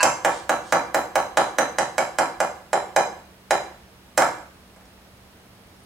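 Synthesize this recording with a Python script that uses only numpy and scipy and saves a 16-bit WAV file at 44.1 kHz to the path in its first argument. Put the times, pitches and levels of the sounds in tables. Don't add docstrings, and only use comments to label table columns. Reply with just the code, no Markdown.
import sys
import numpy as np
from scipy import signal
from scipy.fft import rfft, irfft
from scipy.io import wavfile
from scipy.ndimage import uniform_filter1d

SR = 44100
rng = np.random.default_rng(int(sys.argv[2]) if len(sys.argv) > 2 else 0)


def level_to_linear(level):
    exponent = np.asarray(level, float) / 20
    return 10 ** exponent


def to_wav(s):
    ch = np.atleast_2d(s).T
    pcm = np.round(np.clip(ch, -1, 1) * 32767)
    wavfile.write(sys.argv[1], SR, pcm.astype(np.int16))


N = 258205

# (time [s], blow level [dB], crack level [dB],
# flight of the bowl foot [ms, 0 = stays down], thin wire tips level [dB])
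RIM_TAPS = [(0.029, -7, -5.5, 17, -35), (0.247, -6, -14, 15.5, -35), (0.493, -7.5, -17, 13.5, -34.5),
            (0.723, -5, -14, 15.5, -33.5), (0.944, -7, -17, 14, -29), (1.155, -8, -16, 14.5, -32.5),
            (1.371, -4, -10.5, 14, -42), (1.584, -6.5, -13, 12.5, -33), (1.784, -7.5, -12.5, 12.5, -43),
            (1.98, -8, -14, 12.5, -37), (2.185, -8, -13.5, 16, -35), (2.402, -8, -16.5, 0, -39),
            (2.73, -6.5, -16, 0, -45), (2.962, -4.5, -13, 14.0, -35), (3.507, -5, -12.5, 0, -36),
            (4.176, -4.5, -8.5, 16.5, -25.5)]
# (frequency [Hz], level [dB], T60 [s])
BOWL_MODES = [(151.6, -8.5, 0.031), (224, -23.5, 0.098), (318.4, -10.5, 0.046), (487.3, -6, 0.035),
              (610, -10, 0.02), (752, 8, 0.0096), (1174, -1.5, 0.015), (1367, 2.5, 0.0099),
              (1736, 3, 0.013), (2023, -1.5, 0.012), (2368, -8, 0.058), (2756, -6, 0.015),
              (3260, 1.5, 0.0034)]


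def whisk_taps():
    # (frequency [Hz], level [dB], T60 [s])
    wire_modes = [(3987, -17, .07), (5030, -19.5, .052), (6215, -9, .04), (7457, -11, .06),
                  (2130, -18, .04), (8790, -18, .02), (10170, -13, .028), (11700, -20, .016)]
    # (frequency [Hz], level [dB], T60 [s])
    loop_modes = [(2443, -13, 0.024), (3046, -15.5, 0.022), (5865, -15.5, 0.038), (7300, -43, 0.004),
                  (8080, -10, 0.018), (8300, -23, 0.02), (9400, -40, 0.0096)]
    # (frequency [Hz], level [dB], T60 [s])
    tip_modes = [(10950, -30, 0.01), (12600, -18, 0.016), (13350, -38, 0.0083), (14800, -4.5, 0.027)]
    spots = [.713, .839, .323, .513, .632, .51, .683, .436, .615, .49, .575, .58, .567, .904, .272, .578]
    ring_db, snap_db = -1.5, 1
    lead_s = .0035
    out = np.zeros(N)
    t = np.arange(SR // 2) / SR
    landing = np.exp(np.minimum(t - .005, 0) / .0007)
    for (s, blow_db, crack_db, _, tip_db), spot in zip(RIM_TAPS, spots):
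        wires = bundle(struck(wire_modes, spot, crack_db + ring_db), detune=0.0052, linger_db=-18)
        loose = [(hz, db + crack_db, t60) for hz, db, t60 in loop_modes]
        loose += struck(tip_modes, spot, tip_db)
        rings = wires + bundle(loose, detune=0.01, linger_db=-31)
        add(out, s - lead_s, rings * landing)
        crack = level_to_linear(crack_db - 9.5) * rattle(1.0, 6.1)
        snap = level_to_linear(tip_db + snap_db) * rattle(1.3, 3.1, top_hz=15100)
        add(out, s - lead_s, crack + snap)
        add(out, s + 0.001081, -level_to_linear(blow_db - 1.0) * thud(BOWL_MODES, 0.28))
    return out


def struck(modes, spot, db):
    bend_hz, node_leak = 56.25, .17
    out = []
    for hz, own_db, t60 in modes:
        half_waves = np.sqrt(hz / bend_hz)
        swing = np.sin(np.pi * spot * half_waves) ** 2 + node_leak ** 2
        out.append((hz, db + own_db + 10 * np.log10(swing), t60))
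    return out


def bundle(modes, detune, linger_db):
    out = np.zeros(SR // 2)
    spread = rng.standard_normal((len(modes), 3)) * (.3, .3, .0006)
    for (hz, db, t60), (a, b, c) in zip(modes, spread):
        upper = ring(hz * (1 + detune * (1 + a)), db - 2, t60)
        lower = ring(hz * (1 - detune * (1 + b)), db - 2, t60)
        add(out, 0, ring(hz, db, t60) + upper + lower)
        add(out, 0, ring(hz * (1 + c), db + linger_db, 6 * t60))
    return out


def ring(hz, db, t60):
    t = np.arange(int(t60 * SR)) / SR
    return level_to_linear(db) * np.sin(2 * np.pi * hz * t) * np.exp(-np.log(1000) * t / t60)


def add(track, s, sound):
    i = max(int(s * SR), 0)
    track[i:i + len(sound)] += sound[:len(track) - i]


def rattle(rise_ms, fall_ms, top_hz=9000):
    t = np.arange(int(.04 * SR)) / SR * 1000 - 5
    ticks = rng.standard_normal(len(t)) * level_to_linear(1.6 * rng.standard_normal(len(t)))
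    ticks = ticks * np.exp(np.minimum(t / rise_ms, -t / fall_ms))
    return signal.sosfilt(signal.butter(2, [4700, top_hz], "band", fs=SR, output="sos"), ticks)


def thud(modes, contact_ms):
    chance = rng.standard_normal((len(modes), 2)) * (.02, 1.8)
    body = np.zeros(SR // 10)
    for k, ((hz, db, t60), (a, b)) in enumerate(zip(modes, chance)):
        add(body, 0, (-1) ** (k // 2) * ring(hz * (1 + a), db + b, t60))
    push = np.hanning(int(contact_ms * SR / 1000) + 3)
    radiation = signal.butter(2, 290, "high", fs=SR, output="sos")
    sound = signal.sosfilt(radiation, np.convolve(body, push))
    return sound / np.abs(sound).max()


def light_touches():
    # (time [s], blow level [dB], crack level [dB])
    touches = [
        (4.2209, -11, -23),
        (4.384, -43, -49),
        (4.762, -45.5, -53),
        (4.81, -48, -66),
        (4.855, -54, -55),
        (5.172, -75, -57),
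    ]
    out = np.zeros(N)
    for s, blow_db, crack_db in touches:
        add(out, s, -level_to_linear(blow_db) * thud(BOWL_MODES, 0.22))
        add(out, s - .005, level_to_linear(crack_db) * rattle(0.48, 2.9))
    return out


def rocking_bowl():
    # (frequency [Hz], level [dB], T60 [s])
    counter_modes = [(136, -13, 0.041), (219, -13.5, 0.026), (305, -20, 0.015), (565, 2, 0.0072),
                     (1030, 5.5, 0.0041), (1590, 3, 0.0044)]
    rock_db, usual_ms, db_per_ms = -15.5, 13.6, 2.7
    out = np.zeros(N)
    for s, blow_db, _, flight_ms, _ in RIM_TAPS:
        if flight_ms <= 5:
            continue
        knock_db = blow_db + rock_db + db_per_ms * (flight_ms - usual_ms)
        knock = level_to_linear(knock_db) * thud(counter_modes, 0.36)
        land_s = s + flight_ms / 1000
        add(out, land_s - .001, knock)
        add(out, land_s + 0.00389, -1.1 * knock)
    return out


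def opening_clink():
    # (time [s], level [dB])
    clinks = [
        (0, -23),
        (.005, -15),
        (.011, -17),
        (0.02, -21),
    ]
    # (frequency [Hz], level [dB], T60 [s])
    glass_modes = [(997, 2, 0.062), (1140, -17, 0.014), (1580, 4, 0.041), (1770, -27, .025),
                   (2550, -19, 0.03), (2690, 1, 0.038), (2940, -29, 0.035), (4090, -8.5, 0.018),
                   (4340, 4, 0.0054)]
    out = np.zeros(N)
    for s, db in clinks:
        glass = thud(glass_modes, .05)[:1700]
        wires = level_to_linear(-12) * rattle(0.37, 2.0)[:1700]
        add(out, s, level_to_linear(db) * (glass + wires))
    return out


def last_tinkle():
    # (time [s], frequency [Hz], level [dB], T60 [s])
    tinkles = [
        (5.765, 5500, -67, .06),
        (5.80, 9380, -64, .06),
        (5.765, 10700, -64, .05),
        (5.835, 9100, -57, 0.054),
    ]
    out = np.zeros(N)
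    for s, hz, db, t60 in tinkles:
        add(out, s, ring(hz, db, t60))
    return out


def rim_drag():
    # (start [s], hold [s], level [dB])
    strokes = [
        (.32, 0.052, -44.5),
        (0.678, .03, -49.5),
    ]
    rise_db_s, fall_db_s = 186, 230
    t = np.arange(N) / SR
    scrape = shaped([(1500, -35), (3200, -5.5), (6000, -6), (9200, -6.5), (10500, -38)], N)
    grain = scrape * level_to_linear(2.0 * rng.standard_normal(N // 64 + 1).repeat(64)[:N])
    envelope = np.zeros(N)
    for s, hold, db in strokes:
        rise = rise_db_s * np.maximum(s - t, 0)
        fall = fall_db_s * np.clip(t - s - hold, 0, 1)
        envelope += level_to_linear(db - 6.5 - rise - fall)
    return grain * envelope


def shaped(points, size):
    hz, db = np.transpose(points)
    f = np.maximum(np.arange(size // 2 + 1) * SR / size, 1)
    gain = level_to_linear(np.interp(np.log(f), np.log(hz), db))
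    x = irfft(rfft(rng.standard_normal(size)) * gain, size)
    return x / x.std()


def room():
    # (delay [ms], left factor [1], right factor [1])
    echoes = [(3.6, .4, .49), (4.9, .67, .68), (8.7, -.51, -.67), (11.8, .09, .79), (13.6, -.28, -.52),
              (16.9, .37, .4), (22.7, -.61, -.44), (26.7, .33, .48), (33.4, -.46, -.56), (37, -.38, -.16),
              (44.7, .47, .57), (46.3, .45, .26), (54.8, -.2, -.32), (69.6, .25, .42)]
    # (frequency [Hz], level [dB], T60 [s], left-right likeness [0-1])
    bands = [(121, -15.5, 0.33, 1), (232, -15, 0.47, 0.96), (520, -20, 0.41, 0.81), (1150, -21, 0.46, 0.46),
             (1800, -29, 0.54, 0), (4140, -25, 0.45, 0), (8100, -28.5, 0.4, 0.87), (13900, -30, 0.35, 1)]
    size = SR * 3 // 4
    t = np.arange(size) / SR
    octave = np.log2(np.maximum(np.arange(size // 2 + 1) * SR / size, 1))
    early = np.zeros((2, size))
    for ms, left, right in echoes:
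        lead = round(12 * (abs(right) - abs(left)))
        early[[0, 1], int(ms * SR / 1000) + np.array([lead, -lead])] += left, right
    out = signal.lfilter([.4], [1, -.65], early)
    out += level_to_linear(-4) * early * np.exp(-t / .015)
    out[:, 0] = level_to_linear(3.5), level_to_linear(5.5)

    mid, side = rfft(rng.standard_normal((2, size)))
    centres = np.log2(np.array(bands)[:, 0])
    for k, (hz, db, t60, like) in enumerate(bands):
        share = np.interp(octave, centres, np.arange(len(bands)) == k)
        like = np.clip(like, 0, 1)
        common = np.sqrt((1 + like) / 2) * mid
        opposed = np.sqrt((1 - like) / 2) * side * np.array([[1], [-1]])
        build_up = 1 - np.exp(-t / 0.011)
        out += irfft((common + opposed) * share, size) * level_to_linear(db - 60 * t / t60) * build_up
    return out


def air():
    # (frequency [Hz], level [dB per Hz])
    spectrum = [(30, -3), (70, -3.5), (230, -9.5), (700, -13), (3500, -24.5), (7000, -31), (9500, -29.5),
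                (15700, -33.5)]
    # (frequency [Hz], side minus mid [dB])
    side_tilt = [(60, -22), (200, -18), (700, -10.5), (1290, -9), (2380, -6), (4400, -3), (8120, -3),
                 (15000, -47)]
    # (frequency [Hz], level [dB])
    hum = [(70.0, -59), (118.4, -65.5), (188.4, -56.5), (236.9, -67)]
    hz, db = np.transpose(side_tilt)
    side = [(f, d + np.interp(np.log(f), np.log(hz), db)) for f, d in spectrum]
    mid_noise = shaped(spectrum, N)
    side_noise = level_to_linear(-5.5) * shaped(side, N) * np.array([[1], [-1]])
    out = level_to_linear(-51.5) * (mid_noise + side_noise)
    for f, d in hum:
        wobble = np.cumsum(uniform_filter1d(rng.standard_normal(N), 4000)) * 0.011
        out += level_to_linear(d) * np.sin(2 * np.pi * f * np.arange(N) / SR + wobble)
    return out


def scene():
    dry = whisk_taps() + light_touches() + rocking_bowl() + opening_clink() + last_tinkle() + rim_drag()
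    wet = signal.fftconvolve(dry[None], room(), axes=1)[:, :N]
    return (wet + air()) * level_to_linear(np.array([[-.8], [.8]]))


def top_cut(x):
    return signal.sosfilt(signal.butter(12, 16510, fs=SR, output="sos"), x)


def record(dry):
    x = signal.sosfilt(signal.butter(3, 45, "high", fs=SR, output="sos"), dry)
    x = np.tanh(1.1 * x) / 1.1
    x = signal.sosfiltfilt(signal.ellip(6, .1, 30, 15750, fs=SR, output="sos"), x)
    treble = signal.ellip(6, .1, 50, 6900, "high", fs=SR, output="sos")
    width = signal.sosfiltfilt(treble, x[0] - x[1]) / 2
    power = uniform_filter1d(width ** 2, size=512)
    quiet = uniform_filter1d(1. * (power < level_to_linear(-58) ** 2), size=256)
    x = x - quiet * width * np.array([[1], [-1]])
    return top_cut(x)


dry = scene()
out = record(dry)
to_wav(out)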